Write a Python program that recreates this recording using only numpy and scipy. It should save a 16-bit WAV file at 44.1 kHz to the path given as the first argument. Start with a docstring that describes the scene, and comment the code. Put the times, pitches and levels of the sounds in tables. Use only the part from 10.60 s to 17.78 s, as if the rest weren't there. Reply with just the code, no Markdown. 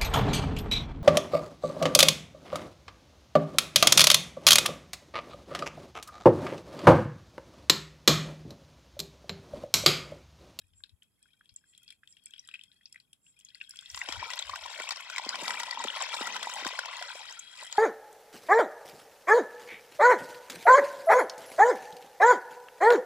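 """A thin trickle rings in the mouth of a plastic pipe, with single bubbles popping and a little air fizzing.
After three seconds the water surges: it leaps clear, splashes into the puddle and gulps air back into
the pipe, then slackens and picks up again. Trapped bubbles give it pitch, lumps of water smack, and the
pipe and the hollow under it resonate. Heard from a stereo microphone close to the outlet, in a muddy
channel at night; a light breeze touches the left port."""
import sys
import numpy as np
from scipy import signal
from scipy.fft import rfft, irfft, next_fast_len
from scipy.io import wavfile
from scipy.ndimage import uniform_filter1d, map_coordinates

SR = 44100
rng = np.random.default_rng(int(sys.argv[2]) if len(sys.argv) > 2 else 0)


def wrap_up_sound(samples):
    """Save the sound to the file named by the first command line argument, as 16-bit audio."""
    columns = np.atleast_2d(samples).T
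    # keep every value between -1 and 1, then stretch to whole-number steps
    tamed = np.clip(columns, -1, 1)
    steps = np.round(tamed * 32767).astype(np.int16)
    wavfile.write(sys.argv[1], SR, steps)


N = 316625
TIME = np.arange(N) / SR
TOP_HZ = 15900
FULL_DB = -41  # strength of the full flow

# the surge at the outlet, as the strength of its splashing: time_s, level_db
FLOW = [(3.1, -64), (3.3, -57), (3.39, -49), (3.6, -43), (3.87, -47.5), (4.06, -44.5), (4.29, -41.5),
        (4.43, -47.5), (4.52, -46.5), (4.75, -42), (4.83, -42), (4.868, -45.5), (4.9, -38.5), (4.98, -41.5),
        (5.16, -42), (5.24, -41), (5.32, -42), (5.39, -35.5), (5.5, -42), (5.64, -39), (5.82, -41.5),
        (5.9, -41), (6.45, -44), (6.7, -47), (6.81, -55.5), (6.92, -55), (6.99, -50.5), (7.03, -48.5),
        (7.09, -52.5), (7.18, -44)]
def flow_db(s):
    """Strength of the surge at times s; nothing before it arrives."""
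    return np.interp(s, *np.transpose(FLOW), left=-120)


def jet_share(db, threshold_db=-50.5, steepness=2.34):
    """How much of a flow of this strength leaps clear of the pipe, 0-1."""
    return 1 / (1 + amp(-steepness * (db - threshold_db)))


def stream():
    """The surge close to the microphone; its jet falls in lumps that stir gurgle, splash and spray."""
    flow = flow_db(TIME)
    jet = jet_share(flow)
    lumps_db = np.sqrt(jet) * (2.04 * wobble(35) + 1.57 * wobble(130))
    return gurgle(flow, jet, lumps_db) + splash(flow, jet, lumps_db) + spray(flow, lumps_db)


# resonances and notches of the hollow under the pipe: centre_hz, width_hz, gain_db
HOLLOW = [(560, 83, 5), (1024, 265, 9.5), (1367, 234, 10), (1656, 95, -3), (1967, 190, 8), (2190, 124, -5),
          (2306, 130, 7), (3115, 104, 6.5), (3744, 140, 6), (4980, 160, -8), (5260, 300, 2),
          (6430, 380, -5), (7370, 130, 7.5), (9130, 550, -5.5), (10370, 870, 6.5)]
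# spectrum of the gurgling below the outlet: frequency_hz, level_db
GURGLE = [(150, -30.5), (300, -34), (480, -9), (900, 6.5), (1300, -2.5), (2000, -28), (5000, -59)]
def gurgle(flow, jet, lumps_db):
    """The jet traps large, short-lived bubbles, and longer-lived ones that glide upwards."""
    large = swarm(per_s=480, hz=854, spread=0.428, cycles=0.93, rise=0.1, size=700, scatter_db=6.5)
    gliding = swarm(per_s=60, hz=1800, spread=0.5, cycles=6, rise=0.1, size=1800)
    large = amp(-46.5 + 1.06 * (flow - FULL_DB) + lumps_db) * shaped(large, GURGLE, HOLLOW)
    gliding = amp(flow - 13) * shaped(gliding, [(400, -8), (900, -6), (3500, 12), (6000, -20)], HOLLOW)
    return jet * (large + gliding)


# resonances inside the nearly empty pipe mouth: centre_hz, width_hz, gain_db
MOUTH = [(1514, 420, 9), (1956, 69, 6.5), (2534, 340, 13), (3283, 270, 17), (3823, 190, 10),
         (4430, 150, 9.5), (5230, 370, 11), (6620, 210, -19.5), (7480, 200, 7), (9040, 490, -5.5),
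         (10270, 1900, 11.5)]
# spectrum of the splashing at close range: frequency_hz, level_db
SPLASH = [(600, -36.5), (1120, -20), (1500, -2.5), (2500, -3), (3500, -1.5), (5200, -3.5), (6500, -11),
          (9000, -42), (15000, -57)]
def splash(flow, jet, lumps_db):
    """Small bubbles: a strong jet splashes outside, a weak one runs in the pipe mouth and rings it."""
    small = swarm(per_s=750, hz=2824, spread=0.476, cycles=2.97, rise=0.064, size=600, scatter_db=4.5)
    outside = amp(lumps_db - 1.5) * shaped(small + amp(-1) * white(apart=1), SPLASH, HOLLOW)
    inside = amp(0.5 * lumps_db - 3) * shaped(.5 * small + white(apart=0.29), SPLASH, MOUTH)
    return amp(flow) * (np.sqrt(jet) * outside + np.sqrt(1 - jet) * inside)


# spectrum of the fine spray around the outlet: frequency_hz, level_db
SPRAY = [(2000, -28), (5500, -14.5), (7500, -4.5), (9000, -0.5), (11000, -12), (15500, -18)]
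def spray(flow, lumps_db, spit_s=0.45):
    """Tiny bubbles and hiss sputter unevenly; a swelling flow spits extra spray."""
    tiny = swarm(per_s=1300, hz=9320, spread=0.55, cycles=1.14, rise=0.012, size=64,
                 scatter_db=17, lag_s=.00003)
    slope_db_per_s = np.gradient(np.maximum(flow, FLOW[0][1])) * SR
    spit_db = 0.15 * np.maximum(uniform_filter1d(slope_db_per_s, int(spit_s * SR)), 0)
    sputter_db = 3.3 * wobble(16)
    level_db = -60.5 + 0.89 * (flow - FULL_DB) + spit_db + lumps_db + sputter_db
    return amp(level_db) * shaped(tiny + .5 * white(apart=5.1), SPRAY, HOLLOW)


# the biggest lumps of water landing in the puddle: start_s, pitch_hz, bubble_db, smack_db
SLAPS = [(3.3451, 4900, -40, -37), (3.374, 1080, -37, -37), (3.4157, 1963, -20.5, -61),
         (3.4866, 3080, -29.5, -35), (3.5236, 3400, -29.5, -34), (3.6272, 1016, -26.5, -61),
         (3.702, 1990, -35, -41), (3.734, 3530, -28, -33), (3.7909, 3780, -22, -40),
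         (3.8239, 3470, -26.5, -41), (3.8946, 1070, -29.5, -36.5), (3.9353, 1140, -26, -53),
         (3.9575, 1530, -31.5, -35), (4.058, 970, -30.5, -63), (4.1985, 1980, -26, -34),
         (4.29, 2640, -29, -37), (4.3072, 4500, -28, -30.5), (4.32, 4440, -36, -35),
         (4.37, 4400, -35.5, -43), (4.4987, 1440, -30.5, -34.5), (4.5609, 2220, -24.5, -38.5),
         (4.581, 1990, -21.5, -29), (4.5958, 920, -29.5, -53), (4.6905, 4760, -23.5, -37),
         (4.7549, 1390, -35, -33.5), (4.8785, 945, -34, -26), (4.9046, 1920, -23.5, -33.5),
         (5.0001, 1970, -25, -36), (5.0321, 5000, -55, -31.5), (5.1095, 4480, -25.5, -33),
         (5.173, 990, -26, -58), (5.2014, 1030, -29, -58), (5.2395, 7270, -33, -31.5),
         (5.2837, 3500, -24, -50), (5.3021, 3010, -24.5, -47), (5.405, 1180, -33, -38),
         (5.4221, 7300, -29, -38.5), (5.5409, 1050, -27.5, -32), (5.611, 1440, -30, -41),
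         (5.7627, 1500, -25, -33.5), (5.8287, 7600, -39, -30.5), (5.8712, 900, -23.5, -46),
         (6.048, 1500, -24, -43), (6.0652, 3360, -34, -32), (6.1894, 1560, -20.5, -28.5),
         (6.2567, 930, -36.5, -34), (6.4236, 1570, -30, -34), (6.554, 612, -42.5, -44),
         (7.027, 1020, -38, -49), (7.1255, 7200, -33, -38), (7.173, 3200, -38, -42.5)]
def slaps():
    """Each lump smacks the puddle, thuds, throws up spray and traps a bubble; large ones ring longer."""
    rings, t = np.zeros((2, N)), np.arange(SR // 20) / SR
    lumps = np.vstack([SLAPS, lesser_lumps()])
    for s, hz, db, _ in lumps:
        add(rings, s, amp(db) * bubble(t, hz, life=0.045 / np.sqrt(hz), rise=0.0054))
    s, *_, smack_db = lumps.T
    thud_db = smack_db - 0.5 + flow_db(s) - FULL_DB
    thud = coloured(bursts(s, thud_db, peak_s=0.001, apart=0.043), GURGLE, HOLLOW)
    smack = coloured(bursts(s, smack_db - 0.5, peak_s=0.0014, apart=1), SPLASH, HOLLOW)
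    thrown = coloured(bursts(s, smack_db - 14, peak_s=0.0012, apart=45), SPRAY, HOLLOW)
    return rings + thud + smack + thrown


def lesser_lumps(per_s=8, typical_hz=2290):
    """Random rows like those of SLAPS, as strong as the jet that drops them."""
    start, end = FLOW[0][0], N / SR
    count = int(per_s * (end - start))
    early, pitch, ring, smack = rng.uniform(-1, 1, (count, 4)).T
    s = start + (np.arange(count) + .5 - early / 2) / per_s
    hz = typical_hz * np.exp(1.17 * pitch)
    jet_db = flow_db(s) + 10 * np.log10(jet_share(flow_db(s)))
    return np.column_stack([s, hz, jet_db + 4.5 + 4 * ring, jet_db - 1.5 + 8 * smack])


# air gulped back into the pipe: start_s, level_db, final_pitch_hz
GULPS = [(3.485, -37, 246), (4.198, -43.5, 235), (4.662, -40.5, 201), (4.822, -37, 157), (5.247, -35, 189),
         (5.608, -34, 180), (6.022, -43.5, 214), (6.057, -35, 164)]
# spectrum of a gulp's rough knock: frequency_hz, level_db
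KNOCK = [(120, -8.5), (220, -4.5), (450, 0), (900, 5), (2000, -36)]
# shrinking air pockets at the outlet: start_s, level_db, first_pitch_hz
CHIRPS = [(3.407, -23, 1833), (3.482, -37, 435), (3.62, -34, 488), (3.929, -25, 884), (4.27, -23, 1957),
          (4.727, -23, 1183), (4.751, -29.5, 621), (4.935, -23.5, 1290), (4.967, -21.5, 1770),
          (4.974, -28.5, 753), (5.275, -24.5, 2270), (5.361, -33, 740), (5.957, -24, 680),
          (6.127, -30.5, 444), (6.283, -26.5, 965), (6.411, -25.5, 552), (6.55, -37, 489),
          (7.022, -36, 463)]
def air_pockets():
    """A pocket that opens into the pipe knocks and drops in pitch; one that is squeezed shut climbs."""
    tones, t = np.zeros((2, N)), np.arange(SR // 12) / SR
    for s, db, hz in GULPS:
        pitch = hz * (1 + 4.5 * np.exp(-t / 0.003))
        add(tones, s, amp(db - 1) * swell(t / 0.0024) * sine(pitch))
    s, db, _ = np.transpose(GULPS)
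    knocks = coloured(bursts(s, db - 5, peak_s=0.0023, apart=.1), KNOCK)
    age = t / 0.0062
    for s, db, hz in CHIRPS:
        pitch = hz * (1 + 0.9 * (1 - np.exp(-age / 3)))
        add(tones, s, amp(db - 12.5) * swell(age) ** 2 * sine(pitch))
    wall_flutter = amp(2.7 * wobble(300))
    low_cut = signal.butter(4, 150, "highpass", fs=SR, output="sos")
    return signal.sosfilt(low_cut, tones * wall_flutter + knocks)


# fine droplets landing near the microphone: start_s, pitch_hz, level_db
DROPLETS = [(.431, 10100, -61), (.94, 10300, -60), (1.231, 10600, -56.5), (1.638, 9900, -62),
            (1.707, 7840, -60), (2.8, 7200, -58), (3.17, 6200, -53), (3.21, 7700, -52.5),
            (3.313, 8800, -48), (3.391, 7500, -43), (3.703, 7460, -46), (3.757, 12000, -47),
            (3.769, 6800, -49), (3.811, 11500, -51), (3.956, 11100, -48), (4.29, 7500, -36.5),
            (4.327, 6000, -51), (4.408, 9900, -47), (4.692, 7140, -39), (4.835, 7140, -40.5),
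            (4.998, 7700, -36.5), (5.671, 7400, -37), (5.938, 7400, -38.5), (5.957, 7400, -44),
            (6.076, 7540, -38), (6.367, 7200, -45.5), (6.655, 7400, -51), (6.725, 6800, -45.5)]
def droplets(peak_s=.0006, half_band_octaves=.2):
    """Single droplets snap sharply on the water, each in its own band of noise."""
    track, t = np.zeros((2, N)), np.arange(SR // 60) / SR
    for s, hz, db in DROPLETS:
        edges_hz = hz * 2 ** (half_band_octaves * np.array([-1, 1]))
        band = signal.butter(1, edges_hz, "bandpass", fs=SR, output="sos")
        snap = unit(signal.sosfilt(band, rng.standard_normal((2, len(t)))))
        add(track, s, amp(db + 0.5) * swell(t / peak_s) * snap)
    return track


# thin jets at the outlet: peak_s, level_db, half_width_s
SQUIRTS = [(3.793, -38.5, 0.0016), (3.825, -55, 0.0016), (6.795, -43, 0.0033)]
# their spectrum: frequency_hz, level_db
SQUIRT_SPECTRUM = [(5300, -28), (5900, -1), (7800, -0.5), (8700, -8), (15000, -27)]
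def squirts():
    """Now and then a thin jet squirts through the splash with a very short hiss."""
    return swells(SQUIRTS) * noise(SQUIRT_SPECTRUM, apart=2.1)


def plops():
    """Big bubbles in the puddle plop low and hollow under the jet."""
    flow = flow_db(TIME)
    big = swarm(per_s=26, hz=650, spread=0.12, cycles=3, rise=0.03, size=1800, lag_s=.00001)
    return jet_share(flow) * amp(flow - 17) * big


# the clearest bubbles bursting in the trickle, close up: start_s, pitch_hz, ring_db, snap_db
POPS = [(0.1338, 3140, -64.5, -91), (0.204, 1590, -71, -90), (0.2367, 3810, -53, -63),
        (0.24, 1630, -59, -69), (0.293, 3830, -60.5, -70), (0.4219, 3190, -57, -72),
        (0.6268, 8450, -57.5, -68), (.657, 1540, -67, -88), (0.732, 3300, -67, -82),
        (0.809, 1615, -60.5, -89), (0.856, 3320, -66, -72), (0.8918, 4410, -55, -73),
        (0.961, 7530, -53, -58.5), (1.039, 1630, -68, -85), (1.1353, 3230, -61.5, -82),
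        (1.149, 3720, -59.5, -71), (1.177, 3355, -60, -55), (1.278, 4570, -53, -66),
        (1.287, 3430, -54.5, -68), (1.3039, 3510, -45, -55), (1.324, 2380, -58, -58),
        (1.433, 1640, -55, -89), (1.4741, 3420, -56.5, -61), (1.525, 5440, -66, -70),
        (1.568, 3236, -55.5, -69), (1.6576, 8140, -45.5, -53), (1.6648, 2430, -56, -76),
        (1.707, 3310, -60.5, -71), (1.736, 3166, -48, -62), (1.7602, 3130, -54.5, -83),
        (1.781, 3240, -53.5, -70), (1.7925, 5600, -53.5, -78), (1.849, 5100, -62, -71),
        (1.856, 3250, -65, -71), (1.874, 3450, -62, -55), (1.8869, 1543, -57, -85),
        (1.8877, 3340, -49, -60), (1.912, 2620, -50, -70), (1.9398, 2483, -40.5, -55),
        (1.954, 2630, -48, -73), (1.992, 2600, -52.5, -68), (2.011, 3300, -54, -70),
        (2.0359, 3215, -52.5, -54.5), (2.116, 3680, -60.5, -89), (2.21, 1930, -61.5, -85),
        (2.2561, 5100, -49.5, -76), (2.325, 5340, -55.5, -52), (2.344, 2040, -62, -63),
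        (2.358, 2076, -52, -68), (2.4, 4380, -56, -67), (2.5298, 3235, -59, -54), (2.6646, 2700, -62, -88),
        (2.79, 3060, -68, -58.5), (2.8088, 3150, -59, -64), (2.8482, 6930, -52, -57),
        (2.867, 3250, -64, -81), (2.8864, 4330, -53, -78), (2.903, 3260, -57.5, -75),
        (2.9465, 4440, -52, -68), (2.9524, 2024, -54.5, -59), (3.002, 2800, -58, -72),
        (3.0125, 1800, -49, -85), (3.012, 2630, -41.5, -85), (3.0383, 3860, -59.5, -80),
        (3.093, 7670, -55, -47.5), (3.1078, 5300, -49.5, -50), (3.137, 1480, -60, -78),
        (3.158, 3220, -54, -53), (3.169, 5000, -54, -67), (3.1888, 3420, -45, -53), (3.224, 1490, -58, -61),
        (3.2584, 3640, -47, -77), (3.2993, 5510, -44.5, -57)]
def pops():
    """A film snaps; the cavity under it sweeps up in a plip and splats. Larger bubbles ring longer."""
    rings, splats, t = np.zeros((2, N)), np.zeros((2, N)), np.arange(SR // 16) / SR
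    reference_hz, peak_s, rise_s, fall_s = 3220, .0013, .00055, .0011  # a mid-sized bubble's plip
    lead_s = .008  # room for the plip to grow
    for s, hz, db, _ in POPS:
        smallness = hz / reference_hz
        age = (t - lead_s - peak_s) * np.sqrt(smallness)
        plip = 2 * np.exp(-np.logaddexp(-age / rise_s, age / fall_s))
        octaves = .3 * rng.uniform(0.515, 1) * min(smallness, 1) ** 2  # large bubbles hold their pitch
        pitch = hz * 2 ** (octaves * np.tanh((age - rise_s) / (2 * fall_s)))
        add(rings, s - lead_s, amp(db + 8.5) * plip * sine(pitch))
        add(splats, s, amp(db - 2 - 3 * np.log2(smallness)) * splat(t, hz))
    s, *_, snap_db = np.transpose(POPS)
    snaps = coloured(bursts(s, snap_db + 1, peak_s=0.00089, apart=10), SPRAY, MOUTH)
    cavity_flutter = amp(4 * wobble(1100) - 1.5)
    return rings * cavity_flutter + coloured(splats, SPLASH, MOUTH) + snaps


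def splat(t, hz):
    """A collapsing cavity's wet puff of noise around its pitch, with a crackling tail."""
    crackle_db = -14.5 + 5 * np.interp(t, np.linspace(0, t[-1], 40), rng.standard_normal(40))
    envelope = swell(t / 0.0015) ** 2 + amp(crackle_db) * swell(t / 0.0086)
    hiss = rng.standard_normal(len(t)) + .5 * rng.standard_normal((2, len(t)))
    band = signal.butter(2, [hz / 2, min(1.33 * hz, TOP_HZ)], "bandpass", fs=SR, output="sos")
    return signal.sosfilt(band, envelope * hiss)


# the thin trickle in the pipe mouth: time_s, level_db
TRICKLE = [(0.0, -70), (0.13, -85), (0.36, -91), (0.58, -84.5), (0.66, -72.5), (0.77, -78), (0.83, -80),
           (0.95, -78), (1.07, -79), (1.2, -68.5), (1.29, -70), (1.36, -100), (1.53, -74.5), (1.74, -69),
           (1.87, -69), (2.33, -73), (2.47, -82.5), (2.62, -86), (2.77, -71), (2.92, -72), (2.99, -59),
           (3.3, -65), (3.8, -85)]
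def trickle(stir_fade_db_per_s=243):
    """Little bubbles ring the pipe mouth; after each pop, falling droplets stir them and foam sizzles."""
    stir, t = np.zeros((1, N)), np.arange(SR // 4) / SR
    for s, _, ring_db, _ in POPS:
        add(stir, s, amp(ring_db - 27 - stir_fade_db_per_s * t) * np.minimum(t / 0.012, 1))
    drops = swarm(per_s=200, hz=2706, spread=0.35, cycles=6, rise=0.01, size=1000)
    body = shaped(drops + amp(-7) * white(apart=0.8), SPLASH, MOUTH)
    deep = coloured(white(apart=1), SPLASH, MOUTH)
    deep = shaped(deep, [(1000, 0), (10000, 0)], MOUTH)  # farther up the pipe it rings twice
    sparkle = shaped(white(apart=4) * amp(11 * np.minimum(wobble(300), 2.2)), SPRAY, MOUTH)
    running = amp(np.interp(TIME, *np.transpose(TRICKLE)) - 2 + 1.5 * wobble(25))
    level = np.hypot(running, stir) * amp(3 * wobble(110) - 1)
    foam = shaped(white(apart=3) * amp(7.3 * wobble(250)), FIZZ_SPECTRUM, MOUTH)
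    return level * (amp(-0.5) * body + amp(-4) * deep + amp(-10) * sparkle) + amp(-7) * stir * foam


# the wash inside the pipe while the surge ebbs: peak_s, level_db, half_width_s
EBBS = [(6.85, -55.5, 0.33)]
# its spectrum: frequency_hz, level_db
WASH = [(300, -22), (600, -7), (1100, -7), (1500, -8), (3800, -12), (5200, -38), (7400, -12), (15000, -36)]
# resonances of the bore: centre_hz, width_hz, gain_db
BORE = [(600, 70, -2), (1390, 130, 13), (1730, 150, 0), (2030, 130, 13), (2620, 120, 3), (3253, 250, 19.5),
        (3880, 280, 24), (5340, 200, -3), (10100, 1000, 18.5)]
def backwash():
    """As the jet slackens, water and small bubbles sliding along the pipe make its bore ring hollow."""
    beads = swarm(per_s=130, hz=2500, spread=0.4, cycles=4, rise=0.03, size=800)
    return swells(EBBS) * amp(1.4 * wobble(24)) * shaped(.5 * beads + white(apart=0.51), WASH, BORE)


# deep churning beneath the splash: peak_s, level_db, half_width_s
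CHURNS = [(3.61, -66, 0.052), (4.86, -59, 0.15), (5.25, -67.5, 0.11), (5.72, -60, 0.16), (6.02, -64, 0.046)]
# its spectrum: frequency_hz, level_db
CHURN_SPECTRUM = [(80, -44), (160, -5), (230, 4.5), (330, -3.5), (500, 4), (900, -23)]
def churn():
    """The water churns in low swells when the pipe runs fullest."""
    return swells(CHURNS) * noise(CHURN_SPECTRUM, apart=0.59)


# air escaping through the wet mud by the pipe: peak_s, level_db, half_width_s
FIZZES = [(.19, -71.5, 0.031), (1.1, -72, 0.034), (1.51, -68, 0.022), (2.68, -71.5, 0.042)]
# spectrum of fizzing air and foam: frequency_hz, level_db
FIZZ_SPECTRUM = [(6000, -32.5), (7550, -8), (8200, -15.5), (9500, -18.5), (14000, -47)]
def fizz():
    """Thin hisses of escaping air, whistling on a high resonance of the pipe mouth."""
    return swells(FIZZES) * shaped(white(apart=2.1), FIZZ_SPECTRUM, MOUTH)


def banks(water, size=3072, count=5):
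    """Mud banks and pipe scatter a short answer, which keeps changing as the water surface moves."""
    t = np.arange(size) / SR
    envelope = (np.exp(-t / 0.0018) + 0.09 * np.exp(-t / 0.02)) * (t > .001)
    spectrum = [(300, -16), (1000, -3.5), (2500, -2.5), (15000, 1.5)]
    answer = np.zeros((2, N))
    shares = np.array([wobble(7) for _ in range(count)])
    for share in shares / np.linalg.norm(shares, axis=0):
        tail = shaped(rng.standard_normal((2, size)) * envelope, spectrum)
        answer += share * signal.oaconvolve(water, tail / np.sqrt(size), axes=1)[:, :N]
    return answer


# puffs of breeze right on the microphone: peak_s, level_db, half_width_s
PUFFS = [(.08, -70, 0.15), (.335, -57.5, 0.013), (.93, -65, 0.013), (3.35, -62, 0.063),
         (3.57, -52.5, 0.054), (3.9, -62, 0.047), (4.04, -66, 0.032)]
def breeze():
    """Moving air buffets mostly the left port."""
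    buffeting = noise([(25, -25), (60, 1), (100, -2.5), (160, -35), (400, -72)], apart=1.26)
    return swells(PUFFS) * buffeting * amp([[2], [-12]])


# spectrum of the still night around the channel: frequency_hz, level_db
NIGHT = [(25, -26), (55, -4.5), (200, -5.5), (350, -16), (700, -20), (1500, -20), (6000, -37.5),
         (10500, -16.5), (15500, -35.5)]
def night():
    """A faint far rumble with a thin high hiss."""
    return amp(-80) * noise(NIGHT, apart=1.3)


def amp(db):
    """Decibels to gain."""
    return 10 ** (np.asarray(db) / 20)


def unit(x):
    """Scaled to rms 1."""
    return x / np.sqrt(np.mean(x ** 2) + 1e-20)


def along(points, hz):
    """(frequency_hz, value) points read on a log axis."""
    frequencies, values = np.transpose(points)
    return np.interp(np.log(hz + 1), np.log(frequencies), values)


def wobble(per_s):
    """A smooth random curve with per_s knots a second."""
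    return map_coordinates(rng.standard_normal(int(N * per_s / SR) + 4), [TIME * per_s])


def sine(hz):
    """A tone that follows a pitch curve."""
    return np.sin(2 * np.pi * np.cumsum(hz) / SR)


def swell(age):
    """Rises to 1 at age 1, then dies away."""
    return age * np.exp(1 - age)


def swells(rows):
    """Envelope of soft bell-shaped swells."""
    return sum(amp(db) * np.exp(-((TIME - s) / half_width) ** 2) for s, db, half_width in rows)


def coloured(x, spectrum, resonances=(), size=4096):
    """x through a causal filter of power gain 1: a broad spectrum with resonant bumps on it."""
    hz = np.fft.rfftfreq(size, 1 / SR)
    gain_db = along(spectrum, hz)
    # each resonance is at least 110 Hz wide, so it rings without a steady whistle
    for centre, width, db in resonances:
        gain_db += db / (1 + (2 * (hz - centre) / max(width, 110)) ** 2)
    cepstrum = irfft(np.log(amp(gain_db)))
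    cepstrum[1:size // 2] *= 2  # folded for minimum phase
    cepstrum[size // 2 + 1:] = 0
    response = irfft(np.exp(rfft(cepstrum)))
    return signal.oaconvolve(x, response[None] / np.linalg.norm(response), axes=1)[:, :x.shape[1]]


def shaped(x, spectrum, resonances=()):
    """x coloured and brought to rms 1."""
    return unit(coloured(x, spectrum, resonances))


def white(apart):
    """White stereo noise of rms 1; apart is the strength of what the two sides do not share."""
    return unit(rng.standard_normal(N) + apart * rng.standard_normal((2, N)))


def noise(spectrum, apart):
    """Coloured stereo noise of rms 1."""
    return shaped(white(apart), spectrum)


def add(track, s, sound):
    """Mixes a sound into the track at time s."""
    room = track[:, max(round(s * SR), 0):][:, :sound.shape[-1]]
    room += sound[..., :room.shape[1]]


def bursts(times, levels_db, peak_s, apart):
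    """Short puffs of white noise, each peaking peak_s after its start."""
    envelope, t = np.zeros((1, N)), np.arange(SR // 20) / SR
    for s, db in zip(times, levels_db):
        add(envelope, s, amp(db) * swell(t / peak_s))
    return envelope * white(apart)


def bubble(t, hz, life, rise):
    """A bubble swells within its life time and rings out while its pitch climbs."""
    age = np.maximum(t, 0) / life
    glide = 1 + rise * (np.minimum(age, 8) / 2 - 1)
    return np.sin(2 * np.pi * hz * life * age * glide) * swell(age)


def swarm(per_s, hz, spread, cycles, rise, size, scatter_db=4, lag_s=.00002):
    """Random bubbles, size samples each; each lies at its own angle, so the ports hear it at its own lag."""
    count = int(per_s * N / SR)
    pitch, strength, angle, squeeze = rng.standard_normal((count, 4)).T[:, :, None]
    where = rng.integers(0, N, (count, 1)) + np.arange(size)
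    pitch = np.clip(hz * np.exp(spread * pitch), 200, 14000)
    gain = amp(scatter_db * np.minimum(strength, 1.4))
    ports, t = [], np.arange(size) / SR
    for side in (-1, 1):
        rings = gain * bubble(t + side * lag_s * angle, pitch, cycles / pitch, rise * np.abs(squeeze))
        ports.append(np.bincount(where.ravel(), rings.ravel(), N)[:N])
    return unit(np.array(ports))


def scene():
    """All the water sounds between the banks, nearer to the right port, with breeze and night air."""
    water = trickle() + stream() + churn() + pops() + droplets() + squirts()
    water += slaps() + air_pockets() + fizz() + plops() + backwash()
    left, right = water + amp(-4.5) * banks(water)
    left = np.pad(left, (3, 0))[:N]  # the farther port hears it 3 samples later
    return np.array([left, right]) + breeze() + night()


# colour of the left microphone port: frequency_hz, gain_db
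LEFT_PORT = [(300, 2.5), (700, -0.5), (1100, 1.5), (1750, -2.5), (2500, 3), (4000, 4.5), (6300, 8.5),
             (7700, 10), (9300, -20.5), (11000, -10), (15000, -4.5)]
# colour of the right microphone port: frequency_hz, gain_db
RIGHT_PORT = [(300, 2.5), (700, -1), (1100, -2), (1750, -3.5), (2500, -3.5), (4000, -5), (6300, 6.5),
              (7700, 7.5), (9300, 1.5), (11000, 5), (15000, 1)]
def record(dry):
    """Each microphone port has its own colour; nothing is kept above TOP_HZ."""
    size = next_fast_len(N + SR // 4)
    hz = np.fft.rfftfreq(size, 1 / SR)
    ports = amp([along(LEFT_PORT, hz), along(RIGHT_PORT, hz)])
    return irfft(rfft(dry, size) * ports * (hz < TOP_HZ), size)[:, :N]


dry = scene()
out = record(dry)
wrap_up_sound(out)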